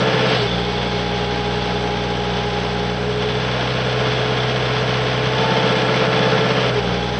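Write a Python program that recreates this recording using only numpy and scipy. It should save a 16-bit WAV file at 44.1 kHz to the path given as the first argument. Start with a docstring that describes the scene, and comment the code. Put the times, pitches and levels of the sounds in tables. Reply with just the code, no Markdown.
"""A four-cylinder diesel on a tracked carrier runs near 1850 rpm and spins up a mulcher drum.
Under load the speed sags and the exhaust beats evenly; unloaded, the engine runs lumpy and knocks.
Injection clatter repeats every engine cycle and rings the steel covers, over a rush of air and oil.
The hydraulic pump sings along with the crank and groans as the pressure peaks. Early on, the drum's
oil valve spurts, squeals and rings its pipes. A faint sizzle sits on top of the whole sound."""
import sys
import numpy as np
from scipy import signal
from scipy.fft import rfft, irfft, next_fast_len
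from scipy.io import wavfile
from scipy.ndimage import map_coordinates

SR = 44100
rng = np.random.default_rng(int(sys.argv[2]) if len(sys.argv) > 2 else 0)


def materialize(psi):
    """Save the field psi as 16-bit PCM at rate SR to the path in sys.argv[1].

    A 1-D psi becomes a single channel; in a 2-D psi each row is a channel.
    """
    bounded = np.clip(np.atleast_2d(psi).T, -1, 1)
    quanta = np.round(bounded * 32767).astype(np.int16)
    wavfile.write(sys.argv[1], SR, quanta)


N = 317079
TIME = np.arange(N) / SR

# knock of each cylinder, in firing order: (relative level [dB])
CYLINDER_KNOCKS = [-8, -1.5, -5, 2]
# the pump groans as oil pressure peaks against the drum: (time [s], length [s], whine boost [dB])
PUMP_GROANS = [(0.423, 0.045, 9), (6.762, 0.03, 11.5)]
# oil spurts through the closing valve, each brighter than the last:
# (time [s], half length [s], centre [Hz], width [Hz], level [dB])
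OIL_SPURTS = [(.3, .03, 3200, 1500, -26.5), (.365, .026, 3600, 1400, -28.5),
              (.408, .032, 3700, 1800, -27.5)]


def undb(db):
    """Decibels to gain."""
    return np.exp(np.asarray(db) * np.log(10) / 20)


def walk(rate):
    """Smooth random drift of unit spread, changing about rate times a second."""
    size = next_fast_len(N, real=True)
    hz = np.fft.rfftfreq(size, 1 / SR)
    drift = irfft(rfft(rng.standard_normal(size)) * np.exp(-(hz / rate) ** 2), size)[:N]
    return drift / drift.std()


def filtered(x, response):
    """Pass a sound through a response given as a function of frequency."""
    size = next_fast_len(N + SR // 2)
    hz = np.fft.rfftfreq(size, 1 / SR) + 1e-3
    return irfft(rfft(x, size) * response(hz), size)[:N]


def on_log_axis(hz, points_hz, values):
    """Join spectrum points by straight lines on a log-frequency axis."""
    return np.interp(np.log(hz), np.log(points_hz), values)


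def resonance(hz, centre_hz, width_hz):
    """Response of one resonance, gain 1 at its centre."""
    return 1 / (1 + 1j * (hz - centre_hz ** 2 / hz) / width_hz)


def hiss(response):
    """Noise of rms 1 coloured by a response."""
    noise = filtered(rng.standard_normal(N), response)
    return noise / noise.std()


def unit_treble(x):
    """Scale a sound so that its 1-6 kHz band has rms 1."""
    return x / filtered(x, lambda hz: (hz > 1000) & (hz < 6000)).std()


def hydraulic_load():
    """The drum is driven, nears its speed, runs free and is driven again."""
    # load changes: (time [s], ramp [s], new load [0 free, 1 full])
    load_changes = [(.275, .215, 1), (2.836, 1.183, .49), (5.238, .243, 0), (6.557, .29, 1)]
    load, before = np.zeros(N), 0
    for start, ramp, after in load_changes:
        load += (after - before) * np.clip((TIME - start) / ramp, 0, 1)
        before = after
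    return load


def governor(load, free_hz=64.013, droop_hz=3.52, swings_per_s=1.72, settle_s=.135, fuel_lag_s=.037):
    """Firing rate droops with load and swings after each change; fuelling follows a little late."""
    idle_fuel, extra_fuel_per_hz = .031, .078  # steady full load takes a fuelling of 1
    swing = np.exp(-TIME / settle_s) * np.sin(2 * np.pi * swings_per_s * TIME)
    sag_hz = 5.78 * signal.fftconvolve(np.gradient(load), swing)[:N]
    firing_hz = free_hz - droop_hz * load ** 2 - sag_hz
    fuel = idle_fuel + (1 - idle_fuel) * load + extra_fuel_per_hz * load ** 2 * sag_hz
    return firing_hz, np.interp(TIME - fuel_lag_s, TIME, fuel)


def load_weights(fuel):
    """Crossfade between the full-load, half-load and free-running character."""
    balance = 2 * np.maximum(fuel, 0) - 1
    return np.maximum([balance, 1 - np.abs(balance), -balance], 0)


def sizzle(fuel, free_db=-56.2, loaded_change_db=-3.5, spurt_boost_db=3.5, flicker_db=1.5):
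    """A thin, flickering sizzle high above the clatter, a little stronger while the valve spurts."""
    # noise bands: (centre [Hz], half width [Hz], relative level [dB])
    bands = [(7750, 500, 0), (9050, 330, -7)]
    noise = hiss(lambda hz: sum(undb(db) * np.exp(-((hz - centre) / half) ** 2)
                                for centre, half, db in bands))
    spurting = sum(np.exp(-((TIME - s) / half) ** 2) for s, half, *_ in OIL_SPURTS)
    level_db = free_db + loaded_change_db * np.minimum(fuel, 1) + spurt_boost_db * spurting
    return noise * undb(level_db + flicker_db * walk(60))


def oil_valve(squeal_hz=2945, squeal_db=-36, flow_db=-32, top_hz=5200, wander_rad=.59):
    """Oil squeezing through a narrow gap squeals and spurts, then rings the pipes as the drum spins up."""
    # resonances of the valve and its pipes: (centre [Hz], width [Hz], relative level [dB])
    pipe_modes = [(3265, 40, -1), (3470, 46, 0), (2190, 66, -5.5), (4400, 1200, -14)]
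    start_s, end_s, spin_up_s = .33, .44, 2.1
    rise_db_per_s, release_db_per_s = 49, 301
    before, after = np.maximum(start_s - TIME, 0), np.maximum(TIME - end_s, 0)
    envelope = undb(squeal_db - rise_db_per_s * before - release_db_per_s * after)
    squeal = envelope * np.sqrt(2) * np.sin(2 * np.pi * squeal_hz * TIME + wander_rad * walk(30))
    muffle = lambda hz: 1 / (1 + (hz / top_hz) ** 20)
    spurts = np.zeros(N)
    for s, half, centre, width, db in OIL_SPURTS:
        burst = undb(db) * np.exp(-((TIME - s) / half) ** 2)
        spurts += burst * hiss(lambda hz: resonance(hz, centre, width) * muffle(hz))
    pipe_power = lambda hz: sum(np.abs(undb(db) * resonance(hz, centre, width)) ** 2
                                for centre, width, db in pipe_modes)
    pipes = hiss(lambda hz: muffle(hz) * np.sqrt(pipe_power(hz)))
    flow = np.interp(TIME, [start_s, end_s, end_s + spin_up_s], [0, 1, 0])
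    return squeal + spurts + undb(flow_db) * flow * pipes


def pump(cycle, firing_hz, weights, strokes_per_cycle=27.26, groan_edge_s=.01, wander_rad=.18):
    """Pressure ripple of the engine-driven pump: a whine, its octave and a thin tone two octaves up."""
    # the tones slide through the machine's resonances: (firing rate [Hz], whine [dB], octave [dB])
    pump_response = [(58.7, -41, -36), (59.6, -30.5, -34), (60.5, -29.5, -30.8), (61, -31.5, -38),
                     (61.55, -24.5, -45), (62.1, -27.5, -40), (62.5, -37, -39), (63, -27.3, -40),
                     (64, -26.2, -34), (64.8, -31, -25.5)]
    # the thin top tone: (full load [dB], half load [dB], running free [dB])
    overtone_db = [-52, -45, -40]
    whine_flutter_db, octave_flutter_db = 1.5, 1.0
    rates_hz, *levels = np.transpose(pump_response)
    whine_db, octave_db = (np.interp(firing_hz, rates_hz, db) for db in levels)
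    groan_db = sum(np.interp(TIME - s, [-groan_edge_s, 0, length, length + groan_edge_s], [0, db, db, 0])
                   for s, length, db in PUMP_GROANS)
    phase = 2 * np.pi * strokes_per_cycle * cycle + wander_rad * walk(35)
    whine = undb(whine_db + groan_db + whine_flutter_db * walk(33)) * np.sin(phase)
    octave = undb(octave_db + octave_flutter_db * walk(32)) * np.sin(2 * phase)
    overtone = (undb(overtone_db) @ weights) * np.sin(4 * phase)
    return np.sqrt(2) * (whine + octave + overtone)


def clatter_db(fuel, free_db=-22.5, loaded_change_db=-5.5, drift_db=.12):
    """Clatter and rush soften with fuelling, swell before each groan and dip now and then."""
    # brief dips in level: (time [s], fall [s], recovery [s], depth [dB])
    lulls = [(.381, .006, .035, -3), (3.06, .35, .35, -1.8), (6.072, .015, .055, -4.5),
             (6.525, .006, .04, -4), (6.709, .006, .055, -4), (6.81, .006, .035, -2.5),
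             (7.11, .008, .03, -3.5)]
    peak_db, rise_s, cut_s, lead_s = 2, .13, .0073, .051
    swell_db = sum(np.interp(TIME - s + lead_s, [-rise_s, 0, cut_s], [0, peak_db, 0])
                   for s, _, _ in PUMP_GROANS)
    lull_db = sum(np.interp(TIME - s, [-fall, 0, recovery], [0, db, 0]) for s, fall, recovery, db in lulls)
    return free_db + loaded_change_db * np.minimum(fuel, 1) - drift_db * walk(8) + swell_db + lull_db


def knocks(cycle, decay_firings=.33, floor=1.84, scatter_db=2.0):
    """Envelope of the mechanical noise: each firing kicks it above a floor and dies before the next."""
    firing = len(CYLINDER_KNOCKS) * (cycle + 1)
    index = firing.astype(int)
    cylinder_db = np.array(CYLINDER_KNOCKS)[index % len(CYLINDER_KNOCKS)]
    strength = undb(cylinder_db + scatter_db * rng.standard_normal(1024)[index])
    return floor + strength * np.exp(-(firing % 1) / decay_firings)


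def steel_covers(noise):
    """The engine's covers ring at their own pitches on top of the noise that shakes them."""
    # cover resonances: (centre [Hz], width [Hz], level relative to the noise [dB])
    cover_modes = [(1343, 24, -2), (1695, 12, 2), (2195, 60, 0), (3272, 16, 1.5), (3412, 12, 3),
                   (3457, 5, 13.5), (3492, 5, 13.5), (4370, 25, -2), (4900, 120, -7)]
    ring_power = lambda hz: sum(undb(db) ** 2 / (1 + (2 * (hz - centre) / width) ** 2)
                                for centre, width, db in cover_modes)
    return filtered(noise, lambda hz: np.sqrt(1 + ring_power(hz)))


def clatter_and_rush(cycle, weights, fuel, flutter_db=.71):
    """Injectors, valves and gears repeat one rattle each cycle; air and oil rush on underneath."""
    # share of the power that is clatter, the rest being rush: (frequency [Hz], share [0-1])
    clatter_share = [(100, 0), (400, 0.28), (800, 0), (1500, 0.57), (2400, 0.45), (3400, 0.02),
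                     (6000, 0.15)]
    # relative tone colour of both: (frequency [Hz], full load [dB], half load [dB], running free [dB])
    colour = [(30, -73, -82.5, -94), (89, -62.5, -60, -64), (172, -57, -54, -50.5), (296, -57.5, -57, -56),
              (464, -58, -57.5, -50.5), (830, -58, -56.5, -53.5), (1080, -61, -60, -57.5),
              (1530, -62, -58.5, -55.5), (2200, -64.5, -61.5, -59), (3300, -61.5, -59, -57),
              (3510, -65, -64, -62.5), (5180, -71.5, -69.5, -67.5), (6340, -79, -78, -76.5),
              (6760, -106, -104.5, -106), (10100, -102, -100, -102)]
    cycle_samples = round(1 / np.mean(np.gradient(cycle)))
    loop = rng.standard_normal(cycle_samples)
    rattle = map_coordinates(loop, [(cycle % 1) * cycle_samples], order=3, mode="grid-wrap")
    share = lambda hz: np.clip(on_log_axis(hz, *np.transpose(clatter_share)), 0, 1)
    clatter = filtered(rattle, lambda hz: np.sqrt(share(hz)))
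    rush = filtered(rng.standard_normal(N), lambda hz: np.sqrt(1 - share(hz)))
    ringing = steel_covers((clatter + rush) * knocks(cycle) * undb(flutter_db * walk(27)))
    points_hz, *curves = np.transpose(colour)
    load_layers = [unit_treble(filtered(ringing, lambda hz: undb(on_log_axis(hz, points_hz, db))))
                   for db in curves]
    return np.average(load_layers, axis=0, weights=weights) * undb(clatter_db(fuel))


def exhaust_drone(cycle, firing_hz, weights, waver=.25):
    """Exhaust pulses: multiples of four are the even firing, the rest one cylinder thumping harder."""
    # exhaust partials and, higher up, metallic gear overtones:
    # (multiple of the cycle rate, full load [dB], half load [dB], running free [dB])
    partials = [(4, -33, -37, -42), (8, -29, -24, -25), (10, -42, -40, -35), (11, -44, -39, -31),
                (12, -30, -36, -30), (13, -47, -42, -41), (14, -44, -48, -41), (15, -52, -48, -41),
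                (16, -45, -56, -47), (17, -50, -49, -41), (18, -47, -43, -39), (19, -48, -47, -45),
                (20, -42, -48, -39), (22, -57, -42, -53), (24, -48, -42, -42), (26, -46, -42, -36),
                (28, -36, -45, -29), (29, -57, -39, -38), (30, -44, -38, -43), (31, -42, -44, -44),
                (32, -37, -34, -29), (33, -51, -45, -41), (34, -46, -42, -41), (35, -52, -45, -49),
                (36, -40, -41, -34), (37, -46, -40, -50), (38, -47, -56, -49), (39, -45, -54, -53),
                (40, -48, -37, -39), (42, -49, -39, -35), (43, -56, -45, -51), (44, -47, -51, -45),
                (45, -50, -39, -50), (46, -53, -44, -37), (47, -42, -43, -47), (49, -47, -53, -42),
                (50, -47, -48, -41), (51, -51, -42, -47), (53, -46, -55, -45), (56, -49, -51, -41),
                (60, -48, -57, -55), (64, -50, -51, -53), (68, -49, -41, -42), (75, -63, -44, -49),
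                (76, -51, -53, -40), (80, -50, -58, -47), (84, -51, -43, -35), (86, -65, -49, -43),
                (88, -45, -42, -41), (89, -43, -44, -43), (91, -53, -43, -46), (92, -50, -44, -39),
                (94, -56, -43, -49), (95, -51, -46, -43), (96, -46, -56, -43), (98, -49, -58, -58),
                (101, -55, -46, -53), (103, -48, -49, -43), (104, -47, -46, -42), (105, -49, -48, -45),
                (108, -49, -52, -44), (112, -46, -45, -49), (140, -53, -46, -56)]
    thump_top, firing_top = 15, 20  # highest multiples that line up into pulses
    boom_multiple, boom_firing_hz, boom_width_hz, boom_db = 12, 59.3, 1, 3
    wavers = [walk(14) for _ in range(5)]
    # under load the cylinders share the work, and the single thump dissolves
    dissolve = weights[0] + .2 * weights[1]
    drone = np.zeros(N)
    for k, (multiple, *db) in enumerate(partials):
        # low partials line up into a thump; pipe and covers scatter the higher ones in time
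        lag = rng.uniform(-.5, .52)
        if multiple % len(CYLINDER_KNOCKS) == 0 and multiple <= firing_top:
            lag = 0
        elif multiple <= thump_top:
            lag = lag * dissolve
        partial = np.cos(2 * np.pi * (multiple * cycle - lag))
        if multiple == boom_multiple:  # booms as the sagging speed brings it onto the exhaust's resonance
            partial *= undb(boom_db * np.exp(-((firing_hz - boom_firing_hz) / boom_width_hz) ** 2))
        # no two firings are alike, so the higher partials come and go
        depth = waver * min(multiple / firing_top / 2, 1)
        drone += partial * (1 + depth * wavers[k % len(wavers)]) * (undb(db) @ weights)
    return np.sqrt(2) * drone


def scene(first_thump_s=.021):
    """One crankshaft drives drone, clatter and pump; the load sets their speed and balance."""
    firing_hz, fuel = governor(hydraulic_load())
    cycle_hz = firing_hz / len(CYLINDER_KNOCKS)
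    # four-stroke cycles elapsed; uneven combustion shakes the crank a little
    cycle = np.cumsum(cycle_hz) / SR - first_thump_s * cycle_hz[0] + .00027 * walk(29)
    weights = load_weights(fuel)
    drone = exhaust_drone(cycle, firing_hz, weights)
    whine = pump(cycle, firing_hz, weights)
    valve_and_high_sizzle = oil_valve() + sizzle(fuel)
    clatter = clatter_and_rush(cycle, weights, fuel)
    return (drone + clatter + whine + valve_and_high_sizzle)[None]


def record(dry, low_cut_hz=18, top_hz=9500):
    """The small microphone sheds the deepest rumble, and a steep low-pass takes off the top."""
    thinned = signal.sosfilt(signal.butter(2, low_cut_hz, "highpass", fs=SR, output="sos"), dry)
    return signal.sosfilt(signal.ellip(10, .2, 80, top_hz, fs=SR, output="sos"), thinned)


dry = scene()
out = record(dry)
materialize(out)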